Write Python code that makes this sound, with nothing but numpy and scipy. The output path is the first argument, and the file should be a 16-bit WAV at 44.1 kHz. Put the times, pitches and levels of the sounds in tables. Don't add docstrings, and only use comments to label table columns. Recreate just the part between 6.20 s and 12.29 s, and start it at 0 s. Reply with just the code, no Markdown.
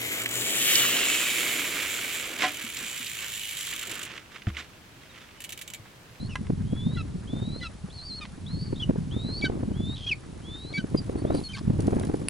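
import sys
import numpy as np
from scipy import signal
from scipy.fft import rfft, irfft
from scipy.io import wavfile

SR = 44100
rng = np.random.default_rng(int(sys.argv[2]) if len(sys.argv) > 2 else 0)


def wav_out(sig):
    wavfile.write(sys.argv[1], SR, np.round(np.clip(np.atleast_2d(sig).T, -1, 1) * 32767).astype(np.int16))


N = 268642
TIME = np.arange(N) / SR
BINS = np.maximum(np.arange(N // 2 + 1) * SR / N, 1)

# start t/s, end t/s, first f/Hz, middle f/Hz, last f/Hz, waver depth/Hz,
# first level/dB, crest t/s, crest level/dB, last level/dB, first and last roughness/0-1
WHISTLES = [ (-0.1, 0.078, 3470, 3920, 4400, -5, -52, .01, -51, -51, 0, 0.23),
            (0.445, 0.757, 3260, 3440, 3950, -4, -60, 0.6, -49, -44, 0.1, 0.06),
            (1.074, 1.399, 3485, 3740, 4280, 0, -49, 1.36, -47, -47, 0, 0.16),
            (1.699, 1.995, 3890, 4450, 4060, 229, -51, 1.915, -36.5, -37, 0.4, 0),
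            (2.263, 2.551, 3830, 4465, 4390, 52, -41.5, 2.37, -43.5, -48, 0.1, 0.37),
            (2.912, 3.206, 3440, 3966, 4610, 0, -44.5, 3.1, -39.5, -38.5, 0.04, .2),
            (3.532, 3.754, 3320, 3530, 3880, 0, -59.5, 3.69, -37, -36.5, 0.1, 0),
            (4.224, 4.524, 3300, 3693, 4270, 0, -59.5, 4.35, -41.5, -48.5, .04, 0.1),
            (5.053, 5.201, 3500, 3890, 4080, 0, -57, 5.15, -55, -55, 0.14, 0.2)]
# f/Hz, gain/dB
THROAT = [(900, -14), (1400, 0), (2300, 1), (3100, 0), (4200, -0.5), (5200, -11.5), (6800, -22),
          (9000, -21), (11000, -53)]
# t/s, upper step f/Hz, its fall/Hz, its length/s, its level/dB,
# lower step length/s, its level/dB, overtone slope/dB per octave, roughness/0-1
YELPS = [ (0.76, 1978, 40, 0.019, -48, .047, -40.5, -4.5, 0.16),
         (1.412, 2003, 14, .028, -42, 0.044, -41, -2, 0.23),
         (2.011, 1797, 102, .01, -55, .027, -40, -2.5, 0.18),
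         (3.224, 2274, 60, 0.034, -30, 0.024, -31, -4, 0.1),
         (4.539, 2279, -37, 0.048, -33.5, 0.0318, -39, -3.5, .12),
         (5.333, 2285, 352, 0.024, -41.5, 0.024, -50, 2.5, 0.15)]
# start t/s, end t/s, first f/Hz, last f/Hz, level/dB,
# overtone slope/dB per octave, roughness/0-1
SQUEALS = [ (0.094, 0.143, 2970, 2510, -48, 0, 0.37), (2.041, 2.062, 1136, 1036, -45, -6, 0.68),
           (2.557, 2.589, 3580, 3820, -47.5, -3, 0.36), (2.598, 2.621, 3310, 3360, -37, -11, 0.24),
           (2.624, 2.643, 3090, 2900, -29.5, -10, .08), (3.758, 3.814, 3550, 3330, -44.5, -11, 0.76),
           (3.818, 3.857, 3150, 3270, -43, -6, 0.48), (3.867, 3.884, 3295, 3280, -31, -17, 0.17),
           (3.866, 3.878, 2460, 2480, -45, -8, .05), (3.889, 3.903, 3270, 2780, -27, -8, 0.14),
           (3.912, 3.935, 2644, 2215, -25.5, -9, 0.13), (4.773, 4.796, 4880, 4740, -27.5, -3, .1),
           (4.969, 5.016, 4440, 4530, -53, 14, 0.3), (5.139, 5.191, 4600, 4560, -44.5, 10, 0.56),
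           (5.237, 5.279, 4440, 4260, -37.5, -17, 0.08), (5.289, 5.326, 3090, 3075, -44.5, 0, .2),
           (5.367, 5.396, 1130, 1050, -38.5, -25, 0.74)]
# delay/s, level/dB
ECHOES = [(.0012, -17.5), (0.01, -16), (0.038, -40)]
# t/s, rumble level/dB, flutter level/dB
GUSTS = [(0.0, -36, -47), (0.2, -40.5, -68), (0.33, -32, -60), (0.78, -32, -46.5), (1.02, -43.5, -54),
         (1.17, -36.5, -42), (1.4, -41.5, -51), (1.52, -49.5, -60), (2.15, -48.5, -75), (2.25, -37, -68),
         (2.75, -36, -49), (3.35, -37, -36.5), (3.68, -31.5, -50.5), (3.8, -42, -53), (4.1, -47.5, -48),
         (4.48, -46, -48), (4.8, -37, -44), (5.16, -36, -31), (5.23, -42.5, -42.5), (5.38, -40.5, -79),
         (5.49, -28, -38), (5.76, -32.5, -29.5), (6.07, -40, -41)]
# t/s, peak level/dB, centre f/Hz
BUFFETS = [(0.303, -15.5, 244), (0.67, -14, 192), (0.956, -21.5, 167), (1.135, -21, 216), (1.223, -21, 190),
           (1.278, -22.5, 202), (1.645, -24.5, 166), (2.342, -22, 151), (2.429, -24, 160),
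           (2.53, -17.5, 262), (2.696, -11, 228), (2.708, -18, 257), (2.786, -19, 189), (2.968, -20, 218),
           (3.241, -18, 260), (3.299, -18.5, 323), (3.432, -20.5, 266), (4.59, -19.5, 193),
           (4.644, -19.5, 250), (4.749, -10, 251), (4.896, -19, 282), (4.957, -20, 257), (5.052, -17, 287),
           (5.105, -16, 390), (5.148, -14.5, 287), (5.48, -18, 183), (5.505, -15, 214), (5.681, -11, 252),
           (5.731, -14, 298), (5.767, -14.5, 252), (5.898, -18.5, 285), (5.942, -15.5, 280)]
# f/Hz, level/dB
SWELL_SPECTRUM = [(10, 2), (25, -5.5), (60, 9), (90, 5), (140, -9), (300, -82)]
RUMBLE_SPECTRUM = [(20, -27), (55, -17.5), (90, 0.5), (130, 0), (190, -2.5), (280, -13), (420, -21.5),
                   (800, -70)]
FLUTTER_SPECTRUM = [(120, -10), (220, 6.5), (320, 5.5), (500, -6), (800, -12), (1400, -23), (2500, -31.5),
                    (5000, -52)]
# f/Hz, phase/rad
PORT_PHASE = [(30, 0.29), (80, 0.72), (170, -1.05), (330, -1.32), (600, -1.8), (1300, -1.86), (2500, -0.69)]
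# f/Hz, correlation/0-1
WIND_LIKENESS = [(30, 0.86), (250, 0.92), (2000, 0.56)]
AIR_LIKENESS = [(400, 0.27), (1200, 0.55), (3000, 0.45), (10000, 0.82)]
# f/Hz, level/dB
AIR_SPECTRUM = [(400, 0), (700, -4), (1000, -5.5), (1600, -9.5), (2500, -11.5), (4000, -12.5), (6300, -16),
                (8000, -17.5), (10500, -19.5), (12000, -30)]
SWISH_SPECTRUM = [(400, -25), (700, 4.5), (1000, 7), (1700, 8), (2300, -2), (4000, -59)]
BRUSH_SPECTRUM = [(1000, -19), (2500, 7.5), (5000, 8), (8000, 6), (10500, 11), (12000, 13.5)]
# t/s, level/dB
SNAPS = [(0.1556, -30.5), (0.1584, -32.5), (0.269, -48), (5.835, -43)]
# f/Hz, level/dB, t60/s
SNAP_MODES = [(1034, 1, 0.055), (1480, 10.5, 0.006), (1643, 1.5, 0.054), (2053, 7.5, 0.026),
              (2670, 2, 0.017), (3060, 1, 0.014), (3880, 2, 0.015), (5680, -7.5, 0.025)]
# t/s, level/dB
RUSTLE = [(4.55, -61), (4.76, -53.5), (5.1, -59), (5.165, -45), (5.24, -48), (5.5, -60), (5.62, -50),
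          (5.85, -50.5), (6.05, -51.5)]
# t/s, level/dB
TWIG_TICKS = [(5.149, -25.5), (5.605, -25), (5.67, -28.5), (5.7966, -24.5), (5.85, -27), (5.8688, -33)]
# f/Hz, level/dB, t60/s
CLICK_MODES = [(2700, -19, .007), (4800, -22, .005), (7600, -23, .004), (10300, -13, .008)]


def from_db(db):
    return 10 ** (np.asarray(db) / 20)


def unit_rms(x):
    return x / np.sqrt(np.mean(x ** 2) + 1e-20)


def in_time(rows, t=TIME):
    times, *columns = np.transpose(rows)
    return [np.interp(t, times, column) for column in columns]


def at_hz(points, hz):
    f, value = np.transpose(points)
    return np.interp(np.log(hz), np.log(f), value)


def drift(rate_hz, size=N):
    lowpass = signal.butter(2, rate_hz, fs=SR, output="sos")
    return unit_rms(signal.sosfilt(lowpass, rng.standard_normal(size + SR // 10))[-size:])


def stereo_noise(spectrum, likeness):
    mid, side = rfft(rng.standard_normal((2, N)))
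    alike = at_hz(likeness, BINS)
    left_right = np.sqrt(1 + alike) * mid + np.sqrt(1 - alike) * side * [[1], [-1]]
    return unit_rms(irfft(left_right * from_db(at_hz(spectrum, BINS)), N))


def gate(t, start, end, edge_s):
    return (1 + np.tanh((t - start) / edge_s)) * (1 + np.tanh((end - t) / edge_s)) / 4


def around(start, end, margin_s=.02):
    return slice(max(int((start - margin_s) * SR), 0), int((end + margin_s) * SR))


def random_times(per_s, count=150):
    times = np.cumsum(rng.gamma(2, .5, count)) / per_s
    return [(s, *chance) for s, chance in zip(times, rng.standard_normal((count, 2))) if s < TIME[-1]]


def struck(s, modes):
    out, at = np.zeros(N), int(s * SR)
    t = TIME[:min(SR // 10, N - at)]
    for hz, db, t60 in modes:
        out[at:at + len(t)] += from_db(db - 60 * t / t60) * np.sin(2 * np.pi * (hz * t + rng.random()))
    return out


def syrinx(hz, rough, jitter, shimmer, flutter_hz, rattle=0.18, rattle_hz=76, waver=0.005):
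    size = len(hz)
    shake = rough ** 3 * np.sin(2 * np.pi * (rattle_hz * TIME[:size] + rng.random()))
    bend = jitter * rough * drift(flutter_hz, size) + waver * drift(44.4, size) + rattle * shake
    strength = 1 + shimmer * rough * drift(flutter_hz, size) - shake / 2
    return 2 * np.pi * np.cumsum(hz * (1 + bend)) / SR, unit_rms(strength)


def whistles(gain_db=-1.5, octave_db=-3, octave_follows=0.76, twin_above_hz=375, twin_db=-18):
    scoop_hz, scoop_db, scoop_s = 448, 0.5, .015
    waver_period_s, waver_crest_s = .114, .052
    unsteady_db, unsteady_hz = 2.54, 11
    out = np.zeros(N)
    for (start, end, first_hz, middle_hz, last_hz, waver_hz,
         first_db, crest_s, crest_db, last_db, first_rough, last_rough) in WHISTLES:
        span = around(start, end)
        t = TIME[span]
        age = np.maximum(t - start, 0)
        progress = np.clip(age / (end - start), 0, 1)
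        scoop = np.exp(-age / scoop_s)
        climb = (last_hz - first_hz) * (progress - .5)
        arch = ((first_hz + last_hz) / 2 - middle_hz) * (2 * progress - 1) ** 2
        waver = waver_hz * np.cos(2 * np.pi * (age - waver_crest_s) / waver_period_s)
        hz = middle_hz + climb + arch + waver - scoop_hz * scoop
        db = np.interp(t, [start, crest_s, end], [first_db, crest_db, last_db])
        db += unsteady_db * drift(unsteady_hz)[span] - scoop_db * scoop
        rough = first_rough + (last_rough - first_rough) * progress
        phase, strength = syrinx(hz, rough, jitter=0.0285, shimmer=1.7, flutter_hz=223)
        twin_phase, twin_strength = syrinx(hz + twin_above_hz, rough=0.515,
                                           jitter=0.0384, shimmer=2.6, flutter_hz=234)
        overtone_db = db.mean() + octave_follows * (db - db.mean()) + at_hz(THROAT, 2 * hz) + octave_db
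        tone = strength * (from_db(db) * np.sin(phase) + from_db(overtone_db) * np.sin(2 * phase))
        twin = twin_strength * from_db(db + twin_db) * np.sin(twin_phase)
        out[span] += from_db(gain_db) * gate(t, start, end, edge_s=0.0015) * (tone + twin)
    return out


def hillside(direct, wet_db=-21, t60=0.14, spread=0.96):
    t = TIME[:SR // 2]
    decay = rng.standard_normal((2, len(t))) * from_db(-60 * t / t60) * (t > .004)
    mid, side = decay / np.sqrt(np.sum(decay ** 2, axis=1, keepdims=True))
    tail = mid + spread * side * [[1], [-1]]
    echoes = sum(from_db(db) * np.interp(TIME - delay, TIME, direct, left=0) for delay, db in ECHOES)
    return direct + echoes + from_db(wet_db) * signal.fftconvolve(direct[None], tail, axes=1)[:, :N]


def wind(swell_db=-21, swell_follows=0.54, gust_gain_db=2, rumble_lumps_db=3.5, flutter_lumps_db=4):
    rumble_db, flutter_db = in_time(GUSTS)
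    lumps = drift(70)
    swell = from_db(swell_db + swell_follows * rumble_db) * stereo_noise(SWELL_SPECTRUM, WIND_LIKENESS)
    rumble = unit_rms(stereo_noise(RUMBLE_SPECTRUM, WIND_LIKENESS) * from_db(rumble_lumps_db * lumps))
    flutter = unit_rms(stereo_noise(FLUTTER_SPECTRUM, WIND_LIKENESS) * from_db(flutter_lumps_db * lumps))
    gusts = from_db(gust_gain_db) * (from_db(rumble_db) * rumble + from_db(flutter_db) * flutter)
    port_shift = np.exp(.5j * at_hz(PORT_PHASE, BINS) * [[1], [-1]])
    return irfft(rfft(swell + gusts + buffets()) * port_shift, N)


def eddies(per_s=8.9, over_gust_db=11, scatter_db=1.5, centre_hz=196, spread_octaves=.25):
    return [(s, in_time(GUSTS, s)[0] + over_gust_db + scatter_db * size,
             centre_hz * 2 ** (spread_octaves * speed)) for s, size, speed in random_times(per_s)]


def buffets(cycles=1.167, gain_db=0.1, tear=0.27, steepening=0.17, tearing_hz=225):
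    out = np.zeros(N)
    torn = stereo_noise(FLUTTER_SPECTRUM, WIND_LIKENESS)[0]
    for (s, db, hz), offset in zip(BUFFETS + eddies(), rng.random(200)):
        span = around(s, s)
        violence = min((hz / tearing_hz) ** 3, 2)
        turns = (TIME[span] - s) * hz
        crest = np.exp(-(turns / cycles) ** 2)
        swing = np.sin(2 * np.pi * (turns + steepening * violence * turns ** 2 + offset))
        out[span] += from_db(db + gain_db) * crest * swing * (1 + tear * violence * torn[span])
    return out


def open_air(level_db=-52.5):
    return from_db(level_db) * stereo_noise(AIR_SPECTRUM, AIR_LIKENESS)


def swish(level_db=-55, rate_hz=6.33, crest_s=1.83, sharpness=6.8):
    swelling = (1 + np.cos(2 * np.pi * rate_hz * (TIME - crest_s))) / 2
    return from_db(level_db) * swelling ** sharpness * stereo_noise(SWISH_SPECTRUM, AIR_LIKENESS)


def yelp_notes(lower_ratio=.68, overlap_s=0.0092, sag_per_s=2.28, crack_db=-6, crack_rough=0.41):
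    notes = []
    for s, hz, fall_hz, upper_s, upper_db, lower_s, lower_db, slope_db, rough in YELPS:
        drop_s = s + upper_s - overlap_s
        low_hz = hz * lower_ratio
        sag = sag_per_s * lower_s / 2
        crack = (s - .0121, s - .0055, hz * 1.85, hz * 1.425, upper_db + crack_db, slope_db, crack_rough)
        upper = (s, s + upper_s, hz + fall_hz / 2, hz - fall_hz / 2, upper_db, slope_db, rough)
        lower = (drop_s, drop_s + lower_s, low_hz * (1 + sag), low_hz * (1 - sag),
                 lower_db, slope_db, rough)
        notes += [crack, upper, lower]
    return notes


def yelps_and_squeals(sum_tone_db=-2, rasp_db=-9, creak_db=3, creak_below_hz=2400, top_hz=11000):
    out, earlier = np.zeros(N), np.zeros(N, complex)
    rasp_band = signal.butter(2, [2600, 5200], "band", fs=SR, output="sos")
    rasp = unit_rms(signal.sosfilt(rasp_band, rng.standard_normal(N)))
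    for start, end, first_hz, last_hz, db, slope_db, rough in yelp_notes() + SQUEALS:
        span = around(start, end)
        t = TIME[span]
        hz = np.interp(t, [start, end], [first_hz, last_hz])
        middle_hz = (first_hz + last_hz) / 2
        phase, strength = syrinx(hz, rough, jitter=0.038, shimmer=0.87, flutter_hz=236)
        level = from_db(db) * gate(t, start, end, edge_s=0.0036) * strength
        bloom = np.abs(level) / (np.abs(level) + 2 * np.abs(earlier[span]) + 1e-9)
        creak = from_db(creak_db) * rough / 2 * (middle_hz < creak_below_hz)
        for k in range(1, 8):
            if k * middle_hz < top_hz:
                partial = np.sin(k * phase) + creak * np.sin((k + .5) * phase)
                colour = from_db(at_hz(THROAT, k * hz) + slope_db * np.log2(k))
                out[span] += level * colour * partial * (bloom if k > 1 else 1)
        tone = level * np.exp(1j * phase)
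        sum_tone = tone * earlier[span] / (np.abs(tone) + np.abs(earlier[span]) + 1e-9)
        out[span] += 2 * from_db(sum_tone_db + at_hz(THROAT, 2 * hz)) * sum_tone.real
        out[span] += from_db(rasp_db) * (rough * level + np.abs(sum_tone)) * rasp[span]
        earlier[span] += tone
    return out


def twig_snaps(ring_db=-4, crack_db=-7, crack_t60=0.012):
    out, t = np.zeros(N), TIME[:SR // 20]
    for s, db in SNAPS:
        at = int(s * SR)
        out += from_db(db + ring_db) * struck(s, SNAP_MODES)
        out[at:at + len(t)] += from_db(db + crack_db - 60 * t / crack_t60) * rng.standard_normal(len(t))
    return out


def brush_rustle(grain_db=3, ticks_per_s=24, tick_gain_db=-7, tick_t60=0.019, scatter_db=3):
    level = from_db(in_time(RUSTLE)[0]) * unit_rms(from_db(grain_db * drift(520)))
    small_ticks = [(s, in_time(RUSTLE, s)[0] + 13 + scatter_db * size)
                   for s, size, _ in random_times(ticks_per_s)]
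    for s, db in TWIG_TICKS + small_ticks:
        span = slice(int(s * SR), int(s * SR) + SR // 20)
        level[span] += from_db(db + tick_gain_db - 60 * (TIME[span] - s) / tick_t60)
    return level * stereo_noise(BRUSH_SPECTRUM, AIR_LIKENESS)


def close_click(at_s=6.0848):
    return struck(at_s, CLICK_MODES)


def scene():
    eagle = np.sqrt(2) * (whistles() + yelps_and_squeals())
    air = open_air()
    return hillside(eagle + twig_snaps()) + brush_rustle() + wind() + air + swish() + close_click()


def record(dry, cutoff_hz=11000):
    return signal.sosfilt(signal.ellip(10, .3, 80, cutoff_hz, fs=SR, output="sos"), dry)


dry = scene()
out = record(dry)
wav_out(out)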